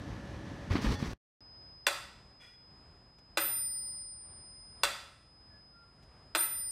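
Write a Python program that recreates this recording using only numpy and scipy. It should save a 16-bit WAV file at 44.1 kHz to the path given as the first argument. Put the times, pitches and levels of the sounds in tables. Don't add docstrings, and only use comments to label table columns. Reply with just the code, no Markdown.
import sys
import numpy as np
from scipy import signal
from scipy.fft import rfft, irfft, next_fast_len
from scipy.io import wavfile
from scipy.ndimage import uniform_filter1d, map_coordinates

SR = 44100
rng = np.random.default_rng(int(sys.argv[2]) if len(sys.argv) > 2 else 0)


def inscribe(sig):
    pcm = np.round(np.clip(np.atleast_2d(sig).T, -1, 1) * 32767)
    wavfile.write(sys.argv[1], SR, pcm.astype(np.int16))


def undo_db(level):
    steps = np.asarray(level, float) / 20
    return 10 ** steps


N = 296071
TIME = np.arange(N) / SR


def unit(x):
    return x / np.sqrt(np.mean(x ** 2) + 1e-20)


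def along(points, hz):
    f, v = np.transpose(points)
    return np.interp(np.log(hz + 1), np.log(f + 1), v)


def wobble(rate):
    return map_coordinates(rng.standard_normal(int(N * rate / SR) + 4), [TIME * rate])


def filtered(x, response):
    m = next_fast_len(len(x) + SR // 2)
    return irfft(rfft(x, m) * response(np.fft.rfftfreq(m, 1 / SR)), m)[:len(x)]


def hiss(spectrum):
    return unit(filtered(rng.standard_normal(N), lambda hz: undo_db(along(spectrum, hz))))


def tone(hz, phase=0):
    return np.sqrt(2) * np.sin(2 * np.pi * hz * TIME + phase)


def since(s):
    return np.maximum(TIME - s, 0)


def body(peaks):
    def response(f):
        total = 0
        for k, (centre, width, db) in enumerate(peaks):
            mode = 1j * f * width / (centre * centre - f * f + 1j * f * width)
            total = total + (-1) ** k * undo_db(db) * mode
        return total
    return response


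# (frequency [Hz], level [dB])
BEDROOM_COLOUR = [(20, -36.5), (45, 7), (124, 5), (169, 1.5), (302, -1.5), (421, -11), (571, -11.5),
                  (1000, -14), (1750, -20), (2400, -22.5), (6300, -30), (6700, -35.5), (11800, -45.5),
                  (12600, -58)]
# (frequency [Hz], level [dB])
FAN_LINES = [(301.5, -60), (565.2, -57), (1680, -62.5), (1728, -65.5), (1776, -62), (1927, -65.5)]


def bedroom_fan():
    out = undo_db(-42.5 + .6 * wobble(20)) * hiss(BEDROOM_COLOUR)
    for hz, db in FAN_LINES:
        out += undo_db(db) * np.sin(2 * np.pi * hz * TIME + 1.7 * wobble(17))
    return out


# (frequency [Hz], level [dB])
HALL_COLOUR = [(20, -34.5), (40, 2), (80, 0.5), (130, -1.5), (223, -8.5), (476, -14.5), (776, -13.5),
               (1260, -17.5), (2500, -26), (4600, -33.5), (6000, -40), (8500, -37.5), (11000, -45),
               (13200, -63.5)]
# (time [s], level [dB])
HALL_LOUDNESS = [(1.55, -62), (1.59, -63), (2.04, -62), (2.24, -63), (2.69, -62.5), (3.17, -65.5),
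                 (3.48, -62), (4.21, -63.5), (4.93, -62.5), (5.42, -65), (6.71, -62)]
# (time [s], length [s], frequency [Hz], level [dB])
FAR_SQUEAKS = [
    (4.28, .3, 1000, -78),
    (4.55, .15, 2100, -82),
    (5.49, .18, 1707, -72),
    (5.72, .24, 1384, -67),
    (5.98, .1, 1384, -76),
]


def tiled_room_air():
    air_db = np.interp(TIME, *np.transpose(HALL_LOUDNESS))
    out = undo_db(air_db + 2.0 + 2.2 * wobble(6)) * hiss(HALL_COLOUR)
    whine_hz, whine_db = 10546, -96
    out += undo_db(whine_db - 1.5 + 1.7 * wobble(9.2)) * tone(whine_hz)
    for s, length, hz, db in FAR_SQUEAKS:
        waver, broken_db = .5 * wobble(30), 3.5 * wobble(45)
        u = np.clip((TIME - s) / length, 0, 1)
        swell = np.minimum(12 * u, 1.8 * (1 - u)).clip(0, 1)
        out += swell * undo_db(db + broken_db) * tone(hz, waver)
    return out


# (frequency [Hz], level [dB])
TAG_TONES = [(834.4, -55.5), (1825, -55), (3440, -58.5), (4457, -61.5), (5787, -66)]
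# (time [s], level [dB])
TAG_JERKS = [
    (.775, 0),
    (.86, 0),
    (.955, 3),
]


def collar_tag():
    t60 = .35
    out = np.zeros(N)
    for s, jerk_db in TAG_JERKS:
        t = since(s)
        for hz, db in TAG_TONES:
            out += np.sqrt(2) * undo_db(jerk_db + db - 60 * t / t60) * np.sin(2 * np.pi * hz * t)
    return out


# (time [s], end [s], quilt push [dB], cloth rustle [dB], fur swish [dB])
KITTEN_LUNGES = [
    (0.705, 0.783, -31, -42.5, -55.5),
    (0.816, 0.943, -29, -44.5, -51.5),
    (0.993, 1.112, -37, -50, -57),
]
# (time [s], peak level [dB], frequency [Hz])
PAW_THUDS = [
    (0.708, -25, 94.2),
    (0.754, -20.5, 282),
    (0.789, -29, 191),
    (0.845, -23.5, 207),
    (0.863, -23, 54),
    (0.889, -26, 129),
    (0.919, -28.5, 76.7),
    (1.026, -25, 207),
    (1.073, -35, 51.1),
    (1.13, -34.5, 64),
]


def lunge_levels():
    rise, fall = 2500, 450
    push = cloth = fur = 0
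    for s, end, *dbs in KITTEN_LUNGES:
        slope_db = rise * (s - TIME).clip(0) + fall * since(end)
        one_push, one_cloth, one_fur = undo_db(np.c_[dbs] - slope_db)
        push, cloth, fur = push + one_push, cloth + one_cloth, fur + one_fur
    scuff_db, scuff_t60 = -17, .1
    for s, db, _ in PAW_THUDS:
        cloth = cloth + undo_db(db + scuff_db - 60 * since(s) / scuff_t60) * (TIME > s)
    return 20 * np.log10(np.array([push, cloth, fur]) + 1e-9)


# (frequency [Hz], level [dB])
PUSH_COLOUR = [(12, -42), (20, -14.5), (49, 3.5), (128, 3), (156, -2), (291, -1), (475, -44), (700, -51),
               (910, -77.5), (1540, -120)]
# (frequency [Hz], level [dB])
CLOTH_COLOUR = [(240, -24), (400, -3), (657, -17), (1120, -10), (1430, -16), (1880, -14.5), (2820, -20),
                (4500, -23.5), (5850, -45), (9900, -120)]
# (frequency [Hz], level [dB])
FUR_COLOUR = [(2650, -26), (4500, 0), (6000, -2.5), (6800, -10), (11500, -19), (15000, -26.5)]


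def pounce():
    push_db, cloth_db, fur_db = lunge_levels()
    fibres = undo_db(wobble(60) + 1.4 * wobble(400))
    out = undo_db(push_db - 5.0) * unit(undo_db(1.5 * wobble(40)) * hiss(PUSH_COLOUR))
    out += undo_db(cloth_db) * unit(fibres * hiss(CLOTH_COLOUR))
    out += undo_db(fur_db + 1.5) * unit(fibres * hiss(FUR_COLOUR))
    for s, db, hz in PAW_THUDS:
        t = since(s)
        out += undo_db(db + 5.5 - 60 * t * hz / 7) * np.sin(2 * np.pi * hz * t)
    return out


# (time [s], rod level [dB], rise [s], t60 [s], scuff level over the rod [dB])
PAW_TOUCHES = [
    (2.397, -51.5, 0.027, 0.54, -6),
    (3.183, -72, 0.0023, 0.061, 15),
    (6.02, -66.5, 0.017, 0.091, 13.5),
]
# (frequency [Hz], width [Hz], level [dB])
ROD_MODES = [(1446, 30, -5), (1930, 60, -9), (2060, 17, -5), (2390, 49, -4), (2850, 46, -11.5),
             (3383, 18, 3), (5960, 500, -30), (8800, 1300, -29)]


def paw_on_rod():
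    rod = unit(filtered(rng.standard_normal(N), lambda f: body(ROD_MODES)(f) / (1 + (f / 11500) ** 12)))
    scuff = hiss([(150, 9), (600, 8.5), (6000, -3), (12500, -15), (13500, -46)])
    out = np.zeros(N)
    for s, db, rise, t60, scuff_db in PAW_TOUCHES:
        t = since(s)
        out += undo_db(db - 60 * t / t60) * (1 - np.exp(-t / rise)) * (rod + undo_db(scuff_db) * scuff)
    return out * undo_db(0.72 * wobble(79))


# (offset [Hz], t60 [s], starting sign, level on first strike [dB], level on second strike [dB])
SECOND_MODES = [(0, 28.7, 1, -58.8, -57.2), (1.133, 5.25, -1, -46, -50), (1.715, 3.84, 1, -54.2, -55.7)]
THIRD_MODES = [(0, 2.15, 1, -27.7, -29.2), (-.442, .39, -1, -14.9, -11.6), (-.442, 7, -1, -63, -63)]
FOURTH_MODES = [(0, .7, 1, -26.6, -28.1), (-2.675, .56, -1, -36, -56), (-11.445, .87, 1, -64.2, -44.1)]


def bell_levels():
    earlier_s = .4
    earlier_db = (1.2, -2.2, -2.4)
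    build_s = (.004, .077, .044)
    strikes = np.array([earlier_s] + [s for s, *_ in BELL_TICKS])
    last = np.maximum(np.searchsorted(strikes, TIME) - 1, 0)
    t = abs(TIME - strikes[last])
    levels = []
    for modes, build in zip((SECOND_MODES, THIRD_MODES, FOURTH_MODES), build_s):
        ring = 0
        for (hz, t60, sign, first_db, next_db), more_db in zip(modes, earlier_db):
            strike_db = np.array([first_db + more_db, first_db, next_db])[last]
            ring = ring + sign * undo_db(strike_db - 60 * t / t60) * np.exp(2j * np.pi * hz * t)
        levels.append(20 * np.log10(abs(ring) * (1 - np.exp(-(t / build) ** 2)) + 1e-9))
    step_db, rung_db = 3, -35.3
    rungs = rung_db + step_db * np.round((np.array(levels[1:]) - rung_db) / step_db)
    upper = uniform_filter1d(np.where(last > 0, rungs, -140), size=300)
    return levels[0], *upper


BELL_PARTIALS = (5033.4, 9130.1, 13953.5)


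def bell():
    out = np.zeros(N)
    for hz, db in zip(BELL_PARTIALS, bell_levels()):
        out += undo_db(db) * tone(hz)
    low_hz = (1971, 1988)
    for events, db, t60 in ((BELL_TICKS, -54, 1.3), (PLAIN_TICKS, -56, .7)):
        for s, *_ in events:
            t = since(s + .006)
            pair = np.subtract(*np.sin(2 * np.pi * np.outer(low_hz, t)))
            out += undo_db(db - 60 * t / t60) * pair
    return out


# (from [s], to [s], level under the partial [dB])
THIRD_NOISE = [(.022, 0.084, -5), (0.078, .92, -37.5)]
# (time [s], end [s], level under the partial [dB])
FOURTH_NOISE = [(3.4, 3.496, -5), (3.5, 3.545, -26), (3.654, 3.767, -14), (6.364, 6.45, -4),
                (6.447, 6.52, -21), (6.512, 6.612, -3), (6.613, 6.698, -33)]
# (frequency [Hz], width [Hz])
NOISE_BANDS = [(8900, 840), (13700, 1500)]


def bell_grit():
    third = [(s + a, s + b, db) for s, *_ in BELL_TICKS for a, b, db in THIRD_NOISE]
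    out = np.zeros(N)
    for spans, (hz, width), level_db in zip((third, FOURTH_NOISE), NOISE_BANDS, bell_levels()[1:]):
        band = unit(filtered(rng.standard_normal(N), lambda f: 1. * (abs(f - hz) < width / 2)))
        for s, end, db in spans:
            edge = np.clip(np.minimum(TIME - s, end - TIME) / .012, 0, 1)
            out += undo_db(db + level_db) * band * edge
    return out


# (frequency [Hz], t60 [s])
ROOM_T60 = [(250, 0.34), (1000, 0.6), (4000, 0.62), (8000, 0.55), (11000, 0.4), (14500, 0.45)]


def room(x):
    hz, t, z = signal.stft(rng.standard_normal(len(x)), SR, nperseg=256)
    fading = z * undo_db(-60 * t / along(ROOM_T60, hz)[:, None])
    tail = signal.istft(fading, SR, nperseg=256)[1][:len(x)]
    tail *= 1 - np.exp(-(TIME[:len(x)] / 0.0037) ** 2)
    return signal.fftconvolve(x, tail / np.linalg.norm(tail))[:len(x)]


def knock(db, hz, t60, rise):
    t = TIME[:SR]
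    return undo_db(db - 60 * t / t60) * (1 - np.exp(-t / rise)) * np.sin(2 * np.pi * hz * t)


# (delay [s], level [dB])
NEAR_ECHOES = [(0.0115, -9.5), (0.0174, -11.5)]
# (frequency [Hz], t60 [s], rise [s])
HOLLOW_AIR = (330, 0.15, .016)
FRONT_PANEL = (560, .073, 0.004)
MAINSPRING = (1316, 0.52, 0.0086)


def escapement(events, chatter, case, air, ring_db, crack_db, wet_db, wash_db):
    out, t = np.zeros(N + SR), TIME[:SR]
    blow = 1. * (t == 0)
    ring = filtered(blow, lambda f: body(case)(f) * (1j * f / (500 + 1j * f)) ** 2)
    ring *= (1 - np.exp(-t / 0.0014)) ** 2 * undo_db(ring_db) / abs(ring).max()
    back = sum(undo_db(db) * np.roll(ring, round(lag * SR)) for lag, db in NEAR_ECHOES)
    wash = filtered(np.roll(blow, 200), lambda f: undo_db(along(air, f)))
    wash *= undo_db(wash_db) / np.linalg.norm(wash)
    for s, db, room_db, hollow_db, panel_db in events:
        burst = np.zeros(SR)
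        for lag, hit_db in chatter:
            burst += undo_db(hit_db + rng.normal(0, 1) - 60 * (t - lag) / 0.018) * (t >= lag)
        crack = filtered(burst * rng.standard_normal(SR), lambda f: undo_db(along(air, f)))
        crack *= undo_db(crack_db) / abs(crack).max()
        tones = ring + knock(hollow_db, *HOLLOW_AIR) + knock(panel_db, *FRONT_PANEL)
        tones += knock(-33, *MAINSPRING)
        answer = undo_db(room_db) * room(undo_db(wet_db) * tones + wash)
        out[round(s * SR):][:SR] += undo_db(db) * (tones + back + crack + answer)
    return out[:N]


# (time [s], peak level [dB], room [dB], hollow air [dB], panel [dB])
PLAIN_TICKS = [
    (1.866, -12.5, 0, -27.5, -13),
    (4.833, -11.5, -0.5, -29.5, -13),
]
# (time [s], level [dB])
PLAIN_CHATTER = [(0, -20.5), (.0012, -2), (.0022, 0), (.0038, -4.5), (.0075, -8.5), (0.011, -2),
                 (.019, -2.5)]
# (frequency [Hz], width [Hz], level [dB])
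PLAIN_CASE = [(911, 33, -4), (1080, 21, 1), (1335, 31, -8.5), (1497, 63, 1.5), (1940, 27, -5),
              (2478, 26, -6.5), (2728, 85, 1.5), (3503, 126, 3.5), (4040, 58, 0), (4670, 220, 1.5),
              (6020, 76, -10), (7330, 71, -15), (8100, 230, -15), (9600, 350, -17)]
# (frequency [Hz], level [dB])
PLAIN_CRACK = [(150, -96), (300, -17), (600, -7.5), (1400, -2.5), (3000, -10.5), (5000, -12), (6500, -17),
               (8000, -11.5), (12000, -20.5), (14500, -23.5), (16000, -39.5)]


def plain_ticks():
    return escapement(PLAIN_TICKS, PLAIN_CHATTER, PLAIN_CASE, PLAIN_CRACK,
                      ring_db=6.5, crack_db=-2.0, wet_db=-4.0, wash_db=9.5)


# (time [s], peak level [dB], room [dB], hollow air [dB], panel [dB])
BELL_TICKS = [
    (3.372, -13, -0.5, -15.5, -16),
    (6.349, -13.5, -0.5, -15.5, -19),
]
# (time [s], level [dB])
BELL_CHATTER = [(0, -16.5), (.0012, -5), (.0028, -10.5), (.0052, -12.5), (.0075, -3.5), (0.0103, -7),
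                (0.021, -10)]
# (frequency [Hz], width [Hz], level [dB])
BELL_CASE = [(902, 46, -10), (1037, 49, -9.5), (1334, 160, -7), (1531, 130, 0), (2029, 70, -6),
             (2452, 110, -3.5), (2732, 73, -5), (3524, 88, -3), (4034, 140, -3.5), (4934, 84, -7),
             (7390, 210, -14), (8320, 470, -8)]
# (frequency [Hz], level [dB])
BELL_CRACK = [(150, -83), (300, -18.5), (600, -7), (1500, -5.5), (3000, -11), (5000, -17), (6500, -18.5),
              (9000, -12), (11000, -25.5), (14000, -19.5), (16000, -39)]


def bell_ticks():
    return escapement(BELL_TICKS, BELL_CHATTER, BELL_CASE, BELL_CRACK,
                      ring_db=4.5, crack_db=-4.0, wet_db=-2.0, wash_db=7.5)


def masked(x, under_db, up_db, down_db, quiet_db, from_hz):
    hz, s, z = signal.stft(x, SR, nperseg=1024)
    power, khz = abs(z) ** 2, (hz[:, None] - hz) / 1000
    spread = undo_db(2 * (under_db - np.where(khz > 0, up_db * khz, -down_db * khz)))
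    thrift_db = 32 * (hz[:, None] > 14600) + 14 * (s < 1.67)
    cover = spread @ power + undo_db(2 * (quiet_db + thrift_db))
    smooth = uniform_filter1d(uniform_filter1d(power, size=9, axis=0), size=3, axis=1)
    share = np.clip(np.maximum(power / 30, smooth) / cover, 0, 1) ** 4
    return signal.istft(z * np.where(hz[:, None] > from_hz, share, 1), SR, nperseg=1024)[1][:N]


def scene():
    cut_out, cut_in, low_cut_hz = 1.134, 1.4065, 24.3
    metronome = plain_ticks() + bell_ticks() + bell()
    tiled = masked(metronome + paw_on_rod() + tiled_room_air(),
                   under_db=-36.5, up_db=4.5, down_db=11.5, quiet_db=-125, from_hz=4300)
    tiled += bell_grit()
    kitten = filtered(bedroom_fan() + pounce() + collar_tag(),
                      lambda f: (1j * f / (low_cut_hz + 1j * f)) ** 2)
    smear = undo_db(-15.0 - 570 * (TIME - cut_out)) * (TIME < cut_out + .043)
    fade = np.where(TIME < cut_out, 1, smear)
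    return (fade * kitten + (TIME >= cut_in) * tiled)[None]


def low_pass(x):
    return signal.sosfilt(signal.butter(12, 15850, fs=SR, output="sos"), x)


def record(dry):
    top = .28
    rounded = dry / (1 + abs(dry / top) ** 4) ** (1 / 4)
    return low_pass(rounded)


dry = scene()
out = record(dry)
inscribe(out)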